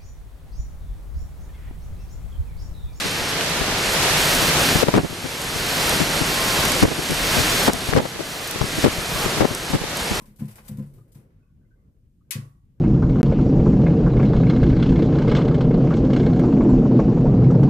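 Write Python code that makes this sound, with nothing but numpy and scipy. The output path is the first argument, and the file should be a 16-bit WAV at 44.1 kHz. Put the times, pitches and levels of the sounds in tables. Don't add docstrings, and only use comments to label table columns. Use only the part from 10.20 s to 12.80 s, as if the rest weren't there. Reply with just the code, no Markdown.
import sys
import numpy as np
from scipy import signal
from scipy.fft import rfft, irfft
from scipy.io import wavfile

SR = 44100
rng = np.random.default_rng(int(sys.argv[2]) if len(sys.argv) > 2 else 0)


def master_out(mix):
    frames = np.transpose(np.atleast_2d(mix))
    ceiling = np.clip(frames, -1, 1)
    pcm = np.round(ceiling * 32767).astype(np.int16)
    wavfile.write(sys.argv[1], SR, pcm)


def elevation(decibels):
    levels = np.asarray(decibels, float)
    return 10 ** (levels / 20)


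N = 114660
T = np.arange(N) / SR
FREQS = np.fft.rfftfreq(N, 1 / SR)
WALL_MODES = rng.standard_normal(3000)


def rms_one(x):
    return x / np.sqrt(np.mean(x ** 2) + 1e-20)


def at_hz(points, hz):
    table = np.array(points)
    return np.interp(np.log(hz), np.log(table[:, 0]), table[:, 1])


def coloured(x, spectrum):
    hz = np.maximum(FREQS, 1)
    octaves_below = np.log2(np.maximum(spectrum[0][0] / hz, 1))
    octaves_above = np.log2(np.maximum(hz / spectrum[-1][0], 1))
    gain_db = at_hz(spectrum, hz) - 24 * (octaves_below + octaves_above)
    return rms_one(irfft(rfft(x) * elevation(gain_db), N))


def stereo_white():
    # hz, likeness (-1 to 1)
    likeness = [(25, 0.85), (125, 0.94), (300, .9), (600, 0.52), (1200, -0.18), (8000, 0.24)]
    alike = np.clip(at_hz(likeness, np.maximum(FREQS, 1)), -1, 1)
    mid, side = rfft(rng.standard_normal((2, N)))
    return irfft(np.sqrt(1 + alike) * mid + np.sqrt(1 - alike) * side * [[1], [-1]], N)


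def pan(db):
    return elevation(np.array([[db / 2], [-db / 2]]))


def fade_in(start_s, length_s):
    return np.clip((T - start_s) / length_s, 0, 1)


def burst(start_s, rise_s, t60_s):
    u = np.maximum(T - start_s, 0)
    rise = np.minimum(u / max(rise_s, 1e-4), 1)
    return rise * np.exp(-np.log(1000) * np.maximum(u - rise_s, 0) / max(t60_s, .01))


def ring(start_s, hz, t60_s):
    u = np.maximum(T - start_s, 0)
    return (T > start_s) * np.sin(2 * np.pi * hz * u) * np.exp(-np.log(1000) * u / t60_s)


def drift(rate_hz):
    return np.interp(T * rate_hz, np.arange(400), rng.standard_normal(400)) * 1.2


def through_panel(x, depth):
    mode_spacing_hz, ripple_db = 22, 4
    ripple = np.interp(FREQS / mode_spacing_hz, np.arange(3000), WALL_MODES)
    return rms_one(irfft(rfft(x) * elevation(depth * ripple_db * ripple), N))


def thumps():
    # start_s, peak_db, tilt_db_per_octave (rising with pitch, modes below 260 Hz only),
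    # damping_factor, swell_s
    footfalls = [(0.018, -41.5, 5, 1.54, 0.0035), (0.071, -44.5, 9.5, 0.62, 0.01),
                 (0.187, -33, -3, 1.9, 0.0085), (0.205, -40, 27, 0.63, 0.0027),
                 (0.2166, -19, 7.5, 1.02, 0.0049), (0.2303, -30.5, 14, 1.26, 0.0042),
                 (0.274, -31, -7, 0.89, 0.0086), (0.389, -42, 2.5, 0.51, 0.0136),
                 (.488, -31, 9, 0.6, 0.0089), (0.506, -26, -13, 0.79, 0.01), (.581, -24, 4, 0.88, 0.0047),
                 (.594, -24.5, 15, 1.48, 0.00713), (.662, -37, -9, 0.7, 0.0088),
                 (0.771, -37.5, -20, 0.89, 0.0095), (0.956, -37, -17, 0.8, 0.0025),
                 (.992, -41.5, -9, 1.8, 0.0051), (1.073, -64, 1, 0.86, 0.0036),
                 (1.41, -55.5, 5.5, 0.43, 0.0032), (2.076, -53, -27, 1.06, 0.0073),
                 (2.1517, -22.5, -10, 0.99, 0.0052), (2.16, -28, -10, 0.81, 0.0051),
                 (2.1844, -26, 6, 3, 0.0064), (2.366, -68.5, -12.5, 1.67, 0.014),
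                 (2.55, -65.5, 8, 3, 0.0056)]
    # pitch_hz, level_db, t60_s
    board_modes = [(112.7, -1.5, 0.31), (139.58, 5.5, 0.31), (171.8, -3, 0.26), (208.3, 3, .2),
                   (235.5, -6, 0.12), (290, -28, 0.15), (343.6, -22, 0.35), (383.5, -18.5, 0.13),
                   (510, -27.5, 0.21), (702, -27.5, 0.13), (1020, -22, 0.13), (1280, -32.5, .12)]
    strike_spread_db, side_db, left_lag_s = 1.5, -24, .00012
    out = np.zeros((2, N + SR))
    lean = elevation(side_db) * rng.standard_normal(len(board_modes))
    mixes = rng.standard_normal((40, len(board_modes)))
    u = np.arange(SR // 2) / SR
    for (s, db, tilt, damp, swell), mix in zip(footfalls, mixes):
        i = int(s * SR)
        rise = 1 - np.exp(-(u / max(swell, .001)) ** 2)
        for (hz, level_db, t60), side, own in zip(board_modes, lean, mix):
            tilt_db = tilt * np.log2(hz / 150) * (hz < 260)
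            gain = elevation(db - 9.5 + level_db + tilt_db + strike_spread_db * own)
            fall = np.exp(-np.log(1000) * u * damp / t60)
            mode = np.sign(hz - 260) * gain * rise * np.cos(2 * np.pi * hz * (u - swell)) * fall
            out[:, i:i + len(u)] += mode * [[1 + side], [1 - side]]
    low_cut = signal.butter(2, 95, "high", fs=SR, output="sos")
    left, right = signal.sosfilt(low_cut, out[:, :N])
    left = np.interp(T - left_lag_s, T, left)
    return np.array([left, right]) * pan(2.2)


def wall():
    # start_s, peak_db, damping_factor
    knocks = [(.188, -64, 0.87), (.214, -44, 1.3), (.287, -73, 1.6), (.39, -61, 1.1), (.494, -49, 0.96),
              (.583, -47, 0.71), (.602, -43, 1.36), (.964, -72, 0.69), (2.16, -39.5, 2.4)]
    # pitch_hz, level_db, t60_s
    wall_modes = [(471, -4.5, 0.12), (509.7, 0.5, 0.19), (557, -20.5, .12)]
    out = np.zeros(N)
    for s, db, damp in knocks:
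        swell = fade_in(s, .007)
        for hz, level_db, t60 in wall_modes:
            out += elevation(db + level_db) * ring(s, hz, t60 / max(damp, .3)) * swell
    return out * pan(0)


def scuffs():
    # start_s, hiss_db, knock_db (relative to hiss), rise_s, t60_s
    strokes = [(-.02, -60, 3, 0.0075, 0.19), (.008, -58, -6.5, 0.014, 0.17),
               (0.055, -58.5, -4, 0.0015, 0.34), (0.158, -61, -31, 0.0033, 0.68),
               (0.184, -53.5, 0, 0.016, 0.29), (0.252, -56, -13, 0.0026, 0.11),
               (0.277, -52, -2, 0.0076, 0.29), (.305, -52, -15, 0.012, 0.16),
               (0.355, -50, -6, 0.0014, 0.29), (0.382, -64.5, 17.5, 0.0021, 0.079),
               (0.426, -55.5, -2.5, 0.038, 0.36), (0.479, -41, -10, 0.0042, 0.087),
               (.505, -57, -3.5, .01, 0.25), (0.572, -54, -9, .0003, 0.097), (.582, -59, -8, .004, 0.27),
               (0.592, -65.5, 9.5, 0.00074, 0.065), (.622, -63.5, 2, 0.00092, 0.23),
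               (0.658, -67, -21, 0.0027, 0.68), (.735, -64.5, -7, 0.0039, 0.46),
               (0.779, -68.5, -0.5, 0.0033, 0.078), (0.878, -74.5, -2.5, 0.0019, 0.39),
               (0.918, -60, -29, 0.0019, 0.23), (0.945, -59, -4.5, 0.005, 0.29),
               (1.098, -94.5, 18, 0.0071, 0.58)]
    # hz, level_db (per Hz)
    hiss_sound = [(1180, -38), (2000, -18), (2600, -21.5), (3100, -12), (6380, -11), (8620, -5.5),
                  (13400, -5), (15600, -12.5)]
    # hz, level_db (per Hz)
    knock_sound = [(500, 0), (800, -1.5), (1300, -4), (2300, -4.5), (3500, -14), (6000, -18)]
    grains_per_s, grain_spread_db, grain_share = 3000, 4, .4
    sizes = elevation(grain_spread_db * np.minimum(rng.exponential(1, (2, N)), 4))
    sizes = sizes * rng.choice([-1, 1], (2, N))
    grains = rms_one(sizes * (rng.random((2, N)) < grains_per_s / SR))
    smooth = through_panel(rng.standard_normal((2, N)), 1.2)
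    hiss = coloured(np.sqrt(grain_share) * grains + np.sqrt(1 - grain_share) * smooth, hiss_sound)
    knock = coloured(through_panel(stereo_white(), .45), knock_sound)
    hiss_power, knock_power = np.zeros(N), np.zeros(N)
    for s, db, knock_db, rise, t60 in strokes:
        hiss_power += (elevation(db) * burst(s, rise, t60)) ** 2
        knock_power += (elevation(db + knock_db) * burst(s, rise, 1.64 * t60)) ** 2
    return np.sqrt(hiss_power) * hiss * pan(5) + np.sqrt(knock_power) * knock * pan(.5)


def claws():
    # start_s, peak_db, pitch_hz
    claw_ticks = [(.1615, -57, 13000), (0.357, -37, 9300), (.361, -42.5, 2270), (0.3845, -52, 1270),
                  (.3915, -63, 2200), (0.4784, -39, 8700), (0.489, -31, 8300), (0.5728, -45, 11000),
                  (0.593, -48, 11000), (.625, -59, 10300), (.7352, -60, 9000), (.9213, -57, 10100),
                  (0.9465, -53, 8000)]
    cycles = 6.0
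    return sum(elevation(db) * ring(s, hz, cycles / hz) for s, db, hz in claw_ticks) * pan(5.5)


def crack():
    # start_s, level_db
    hits = [
        (2.1080, -9),
        (2.1095, -15),
        (2.1103, -14),
    ]
    # hz, level_db (per Hz)
    tail_sound = [(520, -34.5), (1100, -28.5), (1600, -16.5), (1950, -9), (2500, -7.5), (3700, -12.5),
                  (7000, -11), (10500, -9), (15600, -18.5)]
    # hz, t60_s
    tail_t60 = [(900, 0.65), (1900, 0.17), (4000, 0.19), (8000, 0.13), (14000, 0.11)]
    # hz, left_minus_right_db
    tail_pan = [(800, -3.5), (2400, -2), (5000, 1), (9000, 4), (14000, 7.5)]
    # pitch_hz, level_db, t60_s
    panel_hums = [(1523, -47, .17), (1910, -68, 0.82), (2194, -35, 0.13), (2518, -35, 0.16),
                  (6126, -44, .14), (6352, -41.5, .15), (6657, -49.5, .15), (8129, -38, 0.14),
                  (8507, -43.5, 0.17), (9100, -42.5, .13), (10040, -43.5, .15), (10440, -40, .13),
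                  (11040, -36.5, .13)]
    # pitch_hz, level_db, t60_s
    loose_modes = [(1039, -50, .4), (1083, -54, .5), (1104, -53, .6), (1123, -49, .56), (1151, -52, .52),
                   (1187, -56, .5), (1244, -58, .45)]
    tail_db, late_db, late_t60_s = -24.5, -19, .39
    build_s = np.array([[.001], [.015]])
    start = hits[0][0]

    ticks = sum(elevation(db) * ring(s, 10500, .0009) for s, db in hits) * [[1], [.15]]
    ticks = signal.sosfilt(signal.butter(2, 4500, "high", fs=SR, output="sos"), ticks)
    drone = sum(elevation(db) * ring(start, hz, t60) for hz, db, t60 in loose_modes)
    drone = drone * fade_in(start, .008) * [[-.15], [1.05]]

    noise = rfft(coloured(through_panel(rng.standard_normal((2, N)), .45), tail_sound))
    centres = 800 * 2 ** np.arange(0, 4.6, .5)
    octaves = np.log2(np.clip(FREQS, centres[0], centres[-1]))
    tail = 0
    for hz in centres:
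        band = irfft(noise * np.maximum(1 - 2 * abs(octaves - np.log2(hz)), 0), N)
        fall = burst(start, 0, at_hz(tail_t60, hz)) + elevation(late_db) * burst(start, 0, late_t60_s)
        tail = tail + band * fall * pan(at_hz(tail_pan, hz))

    hum = 0
    for hz, db, t60 in panel_hums:
        right = -.2 if hz < 1600 else .4
        hum = hum + elevation(db) * ring(start, hz, t60) * [[1], [right]]
    build = 1 - np.exp(-np.maximum(T - start + .0004, 0) / build_s)
    return ticks + drone + build * (elevation(tail_db) * tail + hum)


def sway():
    # time_s, level_db
    sway_level = [(0, -54), (.3, -62.5), (.54, -48), (.6, -55), (.66, -58), (.77, -49), (.87, -77),
                  (.95, -51), (1.1, -73), (1.4, -62.5), (1.8, -62), (2.05, -74.5), (2.2, -60.5),
                  (2.34, -79), (2.6, -77)]
    # hz, level_db (per Hz)
    sway_sound = [(28, -3), (45, -4), (62, -4.5)]
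    level = elevation(np.interp(T, *np.transpose(sway_level)))
    return level * coloured(stereo_white(), sway_sound) * pan(1.0)


def pings():
    # start_s, pitch_hz, level_db, length_s
    far_pings = [(0.005, 1020, -59.5, 0.04), (0.778, 1211, -68.5, 0.029), (1.16, 1470, -84.5, 0.17),
                 (1.22, 1123, -81.5, 0.085), (1.4, 1520, -80.5, 0.055), (1.505, 1530, -76, 0.045),
                 (1.447, 2050, -91, .05), (1.475, 2700, -90.5, .015), (1.22, 2542, -86, 0.054),
                 (1.553, 2060, -91, 0.097), (1.573, 1140, -86, 0.084), (2.006, 1230, -76, 0.0075),
                 (2.036, 1560, -89, 0.074), (2.57, 1552, -84, .03)]
    half_width_hz = 60
    out = np.zeros((2, N))
    for s, hz, db, length in far_pings:
        sos = signal.butter(1, [hz - half_width_hz, hz + half_width_hz], "band", fs=SR, output="sos")
        tone = rms_one(signal.sosfilt(np.vstack([sos, sos]), rng.standard_normal((2, N))))
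        shape = fade_in(s, .008) * np.exp(-np.maximum(T - s - length, 0) / .014)
        out += elevation(db) * tone * shape * elevation(3.5 * drift(50))
    return out


def air():
    # hz, level_db (per Hz)
    air_sound = [(25, -8), (45, -3), (70, -5.5), (124, -5), (210, -11.5), (280, -18.5), (600, -45.5),
                 (3000, -51.5)]
    # time_s, level_db
    stir_level = [(0, -61.5), (.3, -66), (.45, -63), (.6, -60.5), (.85, -61), (1.2, -70), (1.32, -84),
                  (1.42, -71.5), (1.55, -72.5), (1.7, -72.5), (2.0, -88.5), (2.16, -58), (2.25, -60.5),
                  (2.42, -96), (2.5, -82.5), (2.6, -70)]
    # hz, level_db (per Hz)
    stir_sound = [(200, 2.5), (320, 5), (520, 1), (750, -13), (1500, -16)]
    stir_db = np.interp(T, *np.transpose(stir_level)) + 2.5 * drift(25.32)
    stirring = elevation(stir_db) * coloured(stereo_white(), stir_sound)
    gusts_db = 2.5 * drift(22)
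    rumble = elevation(-57.5 + gusts_db) * coloured(stereo_white(), air_sound) * pan(1.0)
    mic_hiss = elevation(-83) * rng.standard_normal((2, N))
    return rumble + stirring + mic_hiss


def scene():
    return thumps() + wall() + scuffs() + claws() + crack() + sway() + pings() + air()


def roll_off(x):
    return signal.sosfilt(signal.butter(12, 16530, fs=SR, output="sos"), x)


def record(dry):
    top_cut = signal.cheby2(20, 50, 15750, fs=SR, output="sos")
    return roll_off(signal.sosfilt(top_cut, dry))


dry = scene()
out = record(dry)
master_out(out)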